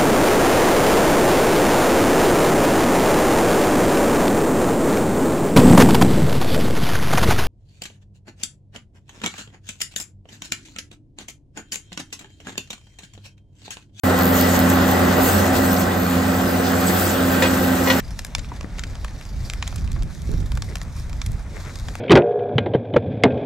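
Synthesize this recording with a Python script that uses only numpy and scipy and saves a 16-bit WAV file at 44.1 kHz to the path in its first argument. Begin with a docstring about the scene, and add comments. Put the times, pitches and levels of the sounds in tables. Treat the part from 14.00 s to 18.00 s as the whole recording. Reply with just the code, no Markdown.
"""A wire straightening machine runs in an open yard, close to a handheld camera with two microphones.
From the start its rotor hums at about 90 turns a second over the motor, the steel hood rattles, and
the wire scrapes, hisses and squeaks once a turn in the dies (the holes it is pulled through).
Two sharp ticks come in the first second, then two dull knocks and a few thin pings; the feed rollers
rasp now and then. From 3.4 s the wire clanks against its guides."""
import sys
import numpy as np
from scipy import signal
from scipy.fft import rfft, irfft, next_fast_len
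from scipy.io import wavfile
from scipy.ndimage import uniform_filter1d, map_coordinates

SR = 44100
rng = np.random.default_rng(int(sys.argv[2]) if len(sys.argv) > 2 else 0)


def to_wav(s):
    """Save 16-bit WAV."""
    ch = np.atleast_2d(s).T  # columns
    pcm = np.round(np.clip(ch, -1, 1) * 32767)  # PCM
    wavfile.write(sys.argv[1], SR, pcm.astype(np.int16))


N = 176400
TIME = np.arange(N) / SR


def hum(angle):
    """The off-balance rotor, the drive and the motor shake as they spin, making wavering tones."""
    # four tones (time [s], rotor [dB], twice rotor [dB], drive [dB], four times motor [dB])
    levels = [(0.08, -25.5, -30, -23, -28), (0.12, -23, -25.5, -22, -40), (0.21, -24.5, -25.5, -23, -24),
              (0.73, -23.5, -24, -21, -43), (0.86, -23, -25.5, -23.5, -29), (1.26, -25.5, -26, -22, -35),
              (1.32, -26, -39, -42, -43), (1.35, -21, -31, -28, -20.5), (1.48, -24, -44, -25, -22.5),
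              (1.55, -25, -32, -21.5, -32), (1.79, -25.5, -26, -25.5, -23), (1.85, -28.5, -28, -31.5, -27),
              (2.16, -25.5, -25, -22, -39), (2.23, -25.5, -28.5, -23.5, -24), (2.52, -28, -26.5, -24, -39),
              (2.8, -27, -30.5, -23.5, -28), (2.88, -28, -23, -28.5, -32), (3.1, -26, -38, -30.5, -25.5),
              (3.23, -26, -28, -20.5, -29.5), (3.47, -27, -28, -20, -26), (3.82, -28.5, -27.5, -24.5, -31),
              (3.95, -30, -28.5, -21.5, -30.5)]
    # one value for each tone
    trims = [-0.6, 0.35, -0.027, -1.4]  # (added level [dB])
    wavers = [1.2, 1.4, 1.7, 2.5]  # (level wobble [dB])
    jitters = [.08, .15, .25, .7]  # (phase wobble [radians])
    pans = [0.5, -2, -3, -3]  # (left minus right [dB])
    motor_tones = [(1, -48.5), (2, -37.5)]  # low drone (multiple of motor speed, level [dB])
    drive, motor = 2.9, .557  # turns per rotor turn
    out = sum(amp(db) * np.sqrt(2) * np.sin(k * motor * angle + 0.19 * wobble(4.8))
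              for k, db in motor_tones)
    flutter_db = 0.4 * wobble(31.83)
    multiples = [1, 2, drive, 4 * motor]
    for k, db, trim, waver, jitter, pan in zip(multiples, curves(levels), trims, wavers, jitters, pans):
        tone = np.sqrt(2) * np.sin(k * angle + jitter * wobble(16) + 2 * np.pi * rng.random())
        gain = amp(db + trim + flutter_db + waver * wobble(18))
        out = out + tone * gain * amp([[pan / 2], [-pan / 2]])
    return out


def hood():
    """The sheet-steel hood rattles in an even churn."""
    levels = [(.05, -20.5, -21.5), (.6, -21.5, -20.5), (1.0, -20.5, -20.5), (1.25, -20.5, -21),
              (1.65, -21.5, -22.5), (2.1, -25.5, -24.5), (2.5, -24.5, -23.5), (2.9, -23.5, -21.5),
              (3.35, -23, -22), (3.72, -23.5, -23.5), (4, -24.5, -21)]  # rattle (time [s], low part [dB], high part [dB])
    spectrum = [(200, -26), (330, -3), (400, -6.5), (450, -4), (500, -1.5), (590, 1), (670, -5.5),
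                (745, -3.5), (810, -2), (900, -7), (980, -10), (1060, -7.5), (1300, -7), (1520, -7.5),
                (1650, -10), (1820, -10.5), (1960, -12), (2100, -15.5), (2300, -18.5), (2900, -19.5),
                (3600, -22.5), (4300, -23), (5400, -29), (9000, -35)]  # its tone colour (frequency [Hz], level [dB])
    low_db, high_db = curves(levels)
    shaking = unit(amp(0.51 * wobble(260) + 0.64 * wobble(45)))
    rattle = shaking * even(patchy(rush(spectrum), depth_db=1.03))
    low = filtered(rattle, lambda hz: 1 / (1 + (hz / 1400) ** 6))  # below 1400 Hz
    return amp(1) * (amp(low_db) * low + amp(high_db) * (rattle - low))


def ringing():
    """Shaken steel parts keep ringing, and come and go as the camera moves along the hood."""
    parts = [(349.5, 12, -39, 2.5), (500.6, 12, -37.5, 0), (738, 19, -35.5, -1.5), (1050, 40, -40.5, -2),
             (1310, 30, -40, -0.5), (1553, 12, -39.5, 1.3), (1950, 68, -40.5, -3.5),
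             (2443, 16, -47.5, -0.5), (8030, 44, -48.5, -0.5)]  # (pitch [Hz], width [Hz], level halfway [dB], drift [dB per s])
    out = 0
    for pitch, width, db, drift in parts:
        gain = amp(db + drift * (TIME - N / SR / 2) + 2.2 * wobble(6.77))
        out = out + gain * even(noise(lambda hz: 1 / (1 + ((hz - pitch) / (width / 2)) ** 2)))
    return out


def wire(angle):
    """The wire rubs in the spinning dies: it scrapes, hisses and squeaks once a turn."""
    levels = [(0.06, -39.5, -42), (0.17, -38.5, -55), (0.29, -40, -39), (0.32, -40, -45),
              (0.37, -33.5, -34), (0.51, -34, -47), (0.56, -29, -40), (0.58, -35.5, -43), (0.8, -40, -46.5),
              (0.91, -35, -47), (1.15, -39, -47), (1.27, -30.5, -33.5), (1.51, -37.5, -52),
              (1.56, -34, -40), (1.94, -40, -48.5), (2.8, -38.5, -45), (2.89, -33, -38),
              (2.91, -36.5, -38.5), (3.05, -32.5, -38), (3.17, -39, -46), (3.33, -36.5, -39),
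              (3.39, -39, -44.5), (3.55, -33.5, -43), (3.62, -37, -42), (3.75, -37.5, -44.5),
              (4, -35.5, -43)]  # rubbing (time [s], scrape [dB], hiss [dB])
    # tone colours (frequency [Hz], level [dB])
    scrape_spectrum = [(1500, -20), (2500, -2.5), (3600, -2), (3900, -3.5), (4300, -3), (5400, -2.5),
                       (6300, -0.5), (7500, -1), (8000, 0), (8400, -2.5), (9100, 1.5), (10000, -12.5),
                       (12000, -3), (16000, -15)]
    hiss_spectrum = [(5000, -30), (9000, -6), (10400, -7.5), (11700, -1), (12900, -7), (13550, 3),
                     (14500, -1.5), (15700, 1.5), (17000, -19)]
    scrape_db, hiss_db = curves(levels)
    turn = angle + 0.32 * wobble(13)
    grip = wobble(27.95)
    scrape_flicker = unit(amp(0.23 * np.cos(turn) + 1.26 * grip + 1.1 * wobble(700)))
    scrape = scrape_flicker * patchy(rush(scrape_spectrum), depth_db=2.5)
    hiss_flicker = unit(amp(0.63 * np.cos(turn) + 0.56 * grip + 1.4 * wobble(600)))
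    hiss = hiss_flicker * patchy(rush(hiss_spectrum), depth_db=3.5)
    return amp(scrape_db + 4.5) * scrape + amp(hiss_db + 9) * hiss + squeaks(turn)


def squeaks(turn):
    """The wire gives one high squeak a turn, louder in short spells."""
    spells = [(0.235, 0.12, -21), (0.4, 0.056, -24), (0.597, 0.031, -22), (0.75, .06, -27),
              (0.926, 0.064, -29), (1.187, .04, -24), (1.282, 0.08, -29), (1.452, .06, -29),
              (1.725, 0.063, -28), (2.062, 0.16, -33), (2.98, .12, -32)]  # (middle [s], length [s], level [dB])
    spectrum = [(9000, -20), (11500, -18), (12400, -12), (13000, -20), (13550, 0), (14300, -14),
                (15700, -13), (17000, -22)]  # tone colour (frequency [Hz], level [dB])
    idle_db, sharpness, scatter_db = -36.5, 3.7, 4
    swell = sum(amp(db) * np.exp(-(2 * (TIME - s) / length) ** 4) for s, length, db in spells)
    pulses = np.exp(sharpness * (np.cos(turn) - 1)) * amp(scatter_db * wobble(90))
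    return (amp(idle_db) + swell) * pulses * rush(spectrum)


def clanks():
    """The wire slaps its guide: a crash and short steel notes, whose mix depends on where it hits."""
    # slaps (time [s], level [dB], brightness [dB per octave], place [0 near end to 1 far end])
    slaps = [(3.4222, -13, -.5, 0.097), (3.436, -18, -0.5, 0.12), (3.458, -22.5, 2, 0.31),
             (3.8715, -18, -0.5, 0.37), (3.9, -13, 0.5, 1)]
    # the guide's notes (pitch [Hz], near-end hit [dB], far-end hit [dB], fade time [s])
    notes = [(529, -2.5, -2.5, 0.19), (914, -10, -7, 0.19), (996, -6.5, -2, 0.15), (1450, -16, -6, 0.15),
             (1798, -0.5, -24, 0.094), (1930, -3, 4, 0.11), (2108, -14, -5.5, 0.16),
             (2466, -4.5, -10, 0.14), (2690, -16, -9, 0.038), (2910, -13, -9, 0.14),
             (3340, -10, -11, 0.098), (3656, -7.5, -14, 0.11), (4190, -15, -6, 0.083),
             (5610, -25, -16, .12)]
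    spectrum = [(30, -70), (200, -8), (480, 3), (1000, -3), (1900, -3), (2600, -3), (4200, -6.5),
                (6000, -11), (9000, -22), (16000, -35)]  # the crash's tone colour (frequency [Hz], level [dB])
    out = 0
    for s, db, brightness, place in slaps:
        tilt_db = lambda hz: brightness * np.log2((hz + 1) / 2000)
        crash = noise(lambda hz: amp(along(spectrum, hz) + tilt_db(hz)))
        out = out + amp(db - 3.5) * decay(s, fade=0.17, attack=0.00073) * crash
        for hz, near_db, far_db, fade in notes:
            note_db = np.interp(place, [0, 1], [near_db, far_db]) + tilt_db(hz) + rng.normal(0, 1)
            phase = 2 * np.pi * rng.random() + .5 * rng.standard_normal((2, 1))
            note = np.sin(2 * np.pi * hz * TIME + phase)
            out = out + amp(db + note_db - 1.04) * decay(s, fade, attack=0.00091) * note
    return out


def pings():
    """The wire catches briefly and rings with a thin, high note."""
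    catches = [(1.6594, 8000, -22), (2.8674, 8000, -17), (3.4226, 7200, -22.5), (3.469, 7900, -20),
               (3.5744, 7160, -33), (3.905, 7170, -29)]  # (time [s], pitch [Hz], level [dB])
    note = lambda hz: np.sin(2 * np.pi * hz * TIME + 0.66 * wobble(220))
    return sum(amp(db) * decay(s, fade=0.09, attack=0.0034) * note(hz) for s, hz, db in catches)


def ticks():
    """The wire catches in the dies with a dry tick."""
    catches = [(.5985, -24), (0.699, -17)]  # (time [s], level [dB])
    spectrum = [(2000, -25), (6000, -5), (12000, -8), (13700, -2), (16000, -3)]  # tone colour (frequency [Hz], level [dB])
    return rush(spectrum) * sum(amp(db) * decay(s, fade=0.041, attack=0.00046) for s, db in catches)


def knocks():
    """The hood gives a soft, dull knock now and then."""
    blows = [(1.165, -16.5), (2.285, -25)]  # (time [s], level [dB])
    spectrum = [(200, -40), (500, 3), (800, -2), (4000, -53)]  # tone colour (frequency [Hz], level [dB])
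    return rush(spectrum) * sum(amp(db) * decay(s, fade=0.31, attack=.004) for s, db in blows)


def rasps():
    """The feed rollers slip on the wire: brief bands of noise."""
    slips = [(0.413, 0.1, 4100, -34), (1.564, 0.045, 4300, -33), (1.77, .015, 4300, -31),
             (2.67, 0.085, 4500, -33.5), (3.178, 0.21, 2920, -35.5)]  # (middle [s], length [s], pitch [Hz], level [dB])
    octaves = 0.44  # half the width of a band
    band = lambda pitch: noise(lambda hz: np.exp(-.5 * (np.log2((hz + 1) / pitch) / octaves) ** 2))
    return sum(amp(db) * np.exp(-(2 * (TIME - s) / length) ** 2) * band(hz)
               for s, length, hz, db in slips)


def frame():
    """The machine's frame rumbles underneath."""
    levels = [(.05, -27), (.9, -24), (1.4, -23), (2.1, -28.5), (2.8, -26), (3.4, -26), (4, -26.5)]  # rumble (time [s], level [dB])
    spectrum = [(25, -40), (40, -20), (55, -0.5), (75, 1.5), (100, -10.5), (120, -3), (150, -1),
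                (175, -0.5), (222, 7.5), (245, 2.5), (272, 5), (290, -1), (320, -1), (352, 2.5),
                (400, -3.5), (480, -6.5), (700, -56)]  # its tone colour (frequency [Hz], level [dB])
    return amp(curves(levels)[0]) * rush(spectrum)


def amp(db):
    """Decibels to gain."""
    return 10 ** (np.asarray(db) / 20)


def unit(x):
    """Scale to an average power of 1."""
    return x / np.sqrt(np.mean(x ** 2) + 1e-20)


def along(points, hz):
    """Read between (frequency, value) points on a log axis."""
    f, v = np.transpose(points)
    return np.interp(np.log(hz + 1), np.log(f + 1), v)


def curves(rows):
    """One value per sample for each column after the time."""
    s, *cols = np.transpose(rows)
    return [np.interp(TIME, s, c) for c in cols]


def wobble(rate):
    """A smooth curve through `rate` random values a second."""
    return map_coordinates(rng.standard_normal(int(N * rate / SR) + 4), [TIME * rate])


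def filtered(x, response):
    """Multiply each frequency in x by response(hz)."""
    m = next_fast_len(N + 8192)
    return irfft(rfft(x, m) * response(np.fft.rfftfreq(m, 1 / SR)), m)[..., :N]


def noise(gain):
    """Noise shaped by gain(hz), partly alike on the left and right."""
    likeness = [(60, 1), (250, 0.89), (450, 0.57), (1000, 0.26), (1900, 0.49), (2300, 0.17), (3200, 0.71),
                (4500, 0.7), (5800, 0.33), (7000, 0.65), (9000, 0.94), (9800, 1), (10700, 1), (11300, 0.56),
                (12500, 1), (13500, 1), (14600, 0.99)]  # (frequency [Hz], left-right likeness [0 to 1])
    spread = lambda hz: np.arccos(np.clip(along(likeness, hz), 0, 1)) / 2
    shares = lambda hz: np.array([np.cos(spread(hz)), np.sin(spread(hz))])
    mid, side = filtered(rng.standard_normal((2, N)), lambda hz: gain(hz) * shares(hz))
    return unit(np.array([mid + side, mid - side]))


def rush(spectrum):
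    """Stereo noise with the given tone colour."""
    return noise(lambda hz: amp(along(spectrum, hz)))


def decay(s, fade, attack):
    """A blow at time s rises, and dies away by 60 dB in `fade` seconds."""
    age = np.maximum(TIME - s, 0)
    return np.exp(-np.log(1000) * age / fade) * (1 - np.exp(-age / attack))


def patchy(x, depth_db):
    """Let neighbouring pitch bands swell and fade on their own."""
    bands = signal.stft(x, nperseg=512)[2]
    swell = uniform_filter1d(rng.standard_normal(bands.shape[1:]), size=6, axis=0)
    swell = uniform_filter1d(swell, size=10, axis=1)
    return unit(signal.istft(bands * amp(depth_db * unit(swell)), nperseg=512)[1][:, :N])


def even(x):
    """Hold the power steady from one tenth of a second to the next."""
    power = uniform_filter1d(np.mean(x ** 2, axis=0), size=SR // 10)
    return x / np.sqrt(np.abs(power) + 1e-12)


def scene():
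    """The whole machine, spread between left and right."""
    speed = [(0.2, 89.67), (0.42, 89.21), (0.65, 89.84), (1.0, 90.09), (1.25, 90.61), (1.45, 90.98),
             (1.7, 90.23), (1.95, 89.63), (2.3, 89.83), (2.7, 90.22), (3.12, 90.63), (3.4, 89.95),
             (3.75, 89.88)]  # rotor (time [s], speed [turns per s])
    balance = [(60, -1), (130, 0), (290, -1.5), (640, 1), (1410, -2), (3100, 3), (6820, 1), (15000, -1)]  # louder side (frequency [Hz], left minus right [dB])
    # left-right phase (frequency [Hz], left minus right [radians])
    # from 9.7 to 10.7 kHz the sides are set opposite, giving a wide, hollow treble band
    phase = [(50, 0), (600, -0.2), (1550, 0.12), (3010, 1.08), (4910, .5), (5860, -1.5), (6980, 0),
             (8530, -1.4), (9750, -np.pi), (10700, -np.pi), (11300, -4), (12400, -5.3), (13200, -7.4),
             (13700, -5), (15800, -8.6)]
    angle = 2 * np.pi * np.cumsum(curves(speed)[0]) / SR
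    sides = np.array([[.5], [-.5]])
    stereo = lambda hz: amp(sides * along(balance, hz)) * np.exp(1j * sides * along(phase, hz))
    tones = hum(angle)
    clatter = hood() + ringing() + frame() + wire(angle) + rasps() + knocks() + clanks() + pings()
    return tones + filtered(clatter + ticks(), stereo)


def record(dry):
    """The camera lets sound in after a moment and cuts the highest treble."""
    start_s, top_hz = 0.0342, 15800
    opened = np.clip((TIME - start_s) / 0.002, 0, 1)
    return filtered(dry * opened, lambda hz: hz < top_hz)


dry = scene()
out = record(dry)
to_wav(out)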